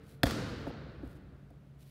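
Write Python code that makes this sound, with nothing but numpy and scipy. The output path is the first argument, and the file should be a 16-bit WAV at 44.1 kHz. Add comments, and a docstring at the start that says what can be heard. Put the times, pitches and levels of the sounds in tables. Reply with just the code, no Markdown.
"""A heavy medicine ball is thrown against a block wall in a large gym, caught, set down and nudged.
On each hit its skin cracks and slaps, its body rings briefly and its filling thuds just after.
Nearby surfaces echo and the hall rings on, at first still carrying the throw before.
The ball rumbles as it rolls on the turf; clothes and turf rustle faintly over the ventilation's hum."""
import sys
import numpy as np
from scipy import signal
from scipy.fft import rfft, irfft
from scipy.io import wavfile

SR = 44100
rng = np.random.default_rng(int(sys.argv[2]) if len(sys.argv) > 2 else 0)


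def unload_audio(sound):
    """Save the sound as a 16-bit wav file, at the path given as the first command line argument."""
    columns = np.transpose(np.atleast_2d(sound))
    # keep every value between -1 and 1, then stretch to whole-number steps
    steps = np.round(np.clip(columns, -1, 1) * 32767)
    wavfile.write(sys.argv[1], SR, steps.astype(np.int16))


N = 83790


def undb(db):
    return 10 ** (np.asarray(db) / 20)


def unit_rms(x):
    return x / np.sqrt(np.mean(x ** 2))


def curve_at(hz, table, column=1):
    """Read a table column on a log-frequency axis."""
    rows = np.array(table, float)
    return np.interp(np.log(np.maximum(hz, 1)), np.log(rows[:, 0]), rows[:, column])


def noise(colour):
    """Noise shaped by an EQ curve, at rms 1."""
    gain = undb(curve_at(np.fft.rfftfreq(N, 1 / SR), colour))
    return unit_rms(irfft(rfft(rng.standard_normal(N)) * gain, N))


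def lowpass(x, hz):
    """A gentle one-pole treble roll-off."""
    pole = np.exp(-2 * np.pi * hz / SR)
    return signal.lfilter([1 - pole], [1, -pole], x)


def wander(step_s):
    """Glide to a new random value every step, with a spread near 1."""
    return np.interp(np.arange(N) / SR / step_s, np.arange(N), rng.standard_normal(N))


def since(start_s):
    """Seconds since a moment, zero before it."""
    return np.maximum(np.arange(N) / SR - start_s, 0)


def delay(x, lag_s):
    return np.pad(x, (round(lag_s * SR), 0))[:N]


# Colour of the rushing air: freq_hz, gain_db
AIR_COLOUR = [(25, -36.5), (45, -12.5), (80, -8), (140, -2), (200, -8), (300, -14.5), (450, -21),
              (800, -28.5), (1500, -33), (3000, -38.5), (7000, -49.5), (15000, -52.5)]
# Fan tones: pitch_hz, level_db
FAN_TONES = [(139, -58.5), (598, -80)]

def ventilation():
    """A bed of low rushing air, with fan tones that waver in level and phase."""
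    t = since(0)
    hum = 0
    for pitch_hz, level_db in FAN_TONES:
        amplitude = np.sqrt(2) * undb(level_db + 2 * wander(step_s=0.15))
        hum += amplitude * np.sin(2 * np.pi * pitch_hz * t + 0.3 * wander(step_s=0.15))
    return hum + undb(-58.5) * noise(AIR_COLOUR)


# Colour of the rubbing: freq_hz, gain_db
RUSTLE_COLOUR = [(200, -18), (700, -25), (1800, 0.5), (4000, 2), (7000, -4), (10000, 0.5), (15000, -1.5)]
# Moves of clothes, hands and turf: peak_s, width_s, level_db, lowpass_hz
RUSTLE_CUES = [(0.03, .02, -70, 2000), (0.112, 0.038, -65.5, 12200), (0.498, .02, -69, 12000),
               (0.612, 0.038, -73, 12000), (0.682, 0.016, -65, 7000), (1.057, 0.02, -74.5, 14000),
               (1.076, 0.0016, -63, 14400), (1.11, 0.016, -70, 14000), (1.156, 0.017, -69.5, 7000),
               (1.39, 0.023, -89.5, 12000), (1.507, 0.0027, -71.5, 12000), (1.816, 0.017, -70, 12000),
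               (1.896, 0.051, -67, 12100)]

def rustles():
    """Cloth and turf rub in soft, grainy swells."""
    t = since(0)
    grain = unit_rms(noise(RUSTLE_COLOUR) * undb(2.5 * wander(step_s=0.003)))
    out = 0
    for peak_s, width_s, level_db, lowpass_hz in RUSTLE_CUES:
        swell = np.exp(-((t - peak_s) / width_s) ** 2 / 2)
        out += undb(level_db) * swell * lowpass(grain, lowpass_hz)
    return out


# Colour and decay of the gym's reverb: freq_hz, gain_db, t60_s
HALL_REVERB = [(30, -20.5, 1.3), (58, -1.5, 6.6), (95, -2.5, 3), (130, 0.5, 3), (177, -3.5, 3.2),
               (268.6, 0, 2.04), (403, -7.5, 2.5), (490, -4.5, 2.18), (620, -11.5, 2.9), (820, -16.5, 2.3),
               (980, -15.5, 2.08), (1440, -13, 2.46), (2230, -20, 2.04), (3350, -21.5, 1.88),
               (4352, -19, 1.67), (6400, -25.5, 0.97), (9895, -29.5, .76), (15200, -36, .62)]

def hall_tail(start_s):
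    """The diffuse wash after a hit, in half-octave bands; the treble dies first."""
    predelay_s, build_s = 0.014, 0.013
    t = since(start_s + predelay_s)
    octave = np.log2(np.fft.rfftfreq(N, 1 / SR) + 1)
    spectrum = rfft(noise(HALL_REVERB))
    wash = 0
    for centre_hz in 31.25 * 2 ** (np.arange(19) / 2):
        band_gain = np.maximum(1 - 2 * np.abs(octave - np.log2(centre_hz)), 0)
        t60_s = curve_at(centre_hz, HALL_REVERB, column=2)
        wash += irfft(spectrum * band_gain, N) * undb(-60 * t / t60_s)
    return undb(-33.5) * wash * (1 - np.exp(-t / build_s))


def earlier_throw():
    """The throw before dies away in the hall, with one room resonance lingering."""
    pitch_hz, t60_s = 446, 2.6
    t = since(0)
    fade = undb(-61 - 60 * t / t60_s + 2 * wander(step_s=0.04))
    resonance = fade * np.sin(2 * np.pi * pitch_hz * t + 0.67 * wander(step_s=0.034))
    return resonance + undb(-6) * hall_tail(start_s=-0.74)


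def roll():
    """The filling rumbles, low and uneven, as the ball rolls over the turf."""
    peak_s, width_s, pitch_hz = 1.15, 0.097, 62
    t = since(0)
    swell = undb(-52.5 + 3 * wander(step_s=0.08)) * np.exp(-((t - peak_s) / width_s) ** 2 / 2)
    return swell * np.sin(2 * np.pi * pitch_hz * t + wander(step_s=0.05))


def filling_thud():
    """The low end of a hit: the filling piles up a moment after the skin stops."""
    pitch_hz, lag_s, rise_s = 62.76, 0.015, 0.015
    t = since(lag_s)
    swell = (t / rise_s * np.exp(1 - t / rise_s)) ** 2
    return undb(-21.5) * swell * -np.sin(2 * np.pi * pitch_hz * t)


# Modes of the ball's body: pitch_hz, level_db, t60_s, attack_s
BODY_MODES = [(112, -8, 0.032, 0.0034), (271, -7.5, 0.04, 0.0048), (528, -17.5, 0.042, 0.0021),
              (667, -9.5, 0.026, 0.0031), (1632, -22, 0.015, 0.00039), (1803, -28, 0.032, 0.0027),
              (3590, -26, 0.012, .0005), (4360, -26, 0.018, 0.001)]

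def body_ring():
    """Just behind the skin, the body's modes swell as the ball flattens, then die quickly."""
    t = since(0.00142)
    ring = 0
    for pitch_hz, level_db, t60_s, attack_s in BODY_MODES:
        envelope = undb(level_db - 60 * t / t60_s) * (1 - np.exp(-(t / attack_s) ** 2))
        ring -= envelope * np.sin(2 * np.pi * pitch_hz * t)
    return ring


# Colour of the skin's first crack: freq_hz, gain_db
CRACK_COLOUR = [(200, -8.5), (700, -2.5), (1600, 0.5), (2200, -5.5), (3400, -0.5), (4500, -4.5),
                (5500, -15), (7000, -24), (10000, -18.5), (15000, -23)]

def skin_crack(size=2048):
    """The front edge of a hit: the skin meets the surface in two quick touches."""
    gain = undb(curve_at(np.fft.rfftfreq(size, 1 / SR), CRACK_COLOUR))
    cepstrum = irfft(np.log(gain))
    pulse = irfft(np.exp(rfft(2 * cepstrum[:size // 2], size)))  # minimum phase: a sharp attack
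    touch = np.pad(pulse / np.linalg.norm(pulse), (0, N - size))
    return touch + undb(2) * delay(touch, lag_s=0.00117)


def skin_slap(crackle, start_s, hold_s):
    """The skin crackles as it spreads over the surface: a short hold, then a fast release."""
    release_s = 0.0052
    release = np.exp(-np.minimum(since(start_s + hold_s) / release_s, 20))
    return undb(-20.5) * crackle * (since(start_s) > 0) * release


# Early reflections: delay_s, body_db, slap_db
REFLECTIONS = [(0.0238, -21, -11.5), (.031, -19.5, -22.5), (.035, -17, -10.5), (.064, -32, -17),
               (0.076, -24, -9.5)]

def early_echoes(ring, crackle, hold_s):
    """Nearby surfaces throw back the ring and the slap, slightly darkened."""
    echoes = 0
    for delay_s, body_db, slap_db in REFLECTIONS:
        echoes += undb(body_db) * delay(ring, delay_s)
        echoes += undb(slap_db) * skin_slap(crackle, delay_s, hold_s)
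    return lowpass(echoes, hz=12000)


def contact_tone(x, low_cut_hz, high_cut_hz):
    """A light contact loses bass, a soft one loses treble."""
    band = signal.butter(2, [low_cut_hz, high_cut_hz], "bandpass", fs=SR, output="sos")
    return signal.sosfilt(band, x)


# Colour of the skin's slap: freq_hz, gain_db
SLAP_COLOUR = [(200, -8.5), (900, 2), (1750, 2), (2150, -2), (2500, -7), (2850, -15), (3400, 5.5),
               (3900, -17), (4400, -0.5), (5800, -12.5), (9000, -14), (15000, -11.5)]
# Wall hit, catch, set-down and nudge; level_db is the fader over each hit's layers:
# start_s, level_db, skin_db, hold_s, thud_db, low_cut_hz, high_cut_hz, hall_db, body_db
BALL_HITS = [(0.2327, 0, -5.5, 0.0023, -6, 24.4, 14700, -0.5, -0.5),
             (0.668, -10.5, 4.5, 0.0086, -9.5, 152, 538, -4, -3.5),
             (1.028, -14.5, 2.5, 0.008, -7.5, 244, 417, -4.5, 0),
             (1.504, -31.5, -4, 0.0035, -18, 201, 685, -10.5, -1)]

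def medicine_ball():
    """Each hit layers skin, body and filling with early echoes and the hall's tail."""
    ring, crack, thud = body_ring(), skin_crack(), filling_thud()
    tail, crackle = hall_tail(start_s=0), noise(SLAP_COLOUR)
    out = 0
    for start_s, level_db, skin_db, hold_s, thud_db, *cuts_hz, hall_db, body_db in BALL_HITS:
        body = undb(body_db) * ring
        skin = undb(skin_db) * (crack + skin_slap(crackle, 0, hold_s))
        room = early_echoes(body, undb(skin_db) * crackle, hold_s) + undb(hall_db) * tail
        hit = contact_tone(body + skin + room, *cuts_hz) + undb(thud_db) * thud
        out += undb(level_db) * delay(hit, start_s)
    return out


def scene():
    """The ball up front, rustles and ventilation behind it, in mono."""
    return (medicine_ball() + earlier_throw() + roll() + rustles() + ventilation())[None]


def record(dry):
    """The microphone thins the deepest bass and the recorder cuts the top."""
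    low_cut_hz, high_cut_hz = 31.4, 15700
    low_cut = signal.butter(2, low_cut_hz, "highpass", fs=SR, output="sos")
    high_cut = signal.ellip(10, 0.2, 70, high_cut_hz, fs=SR, output="sos")
    return signal.sosfilt(high_cut, signal.sosfilt(low_cut, dry))


dry = scene()
out = record(dry)
unload_audio(out)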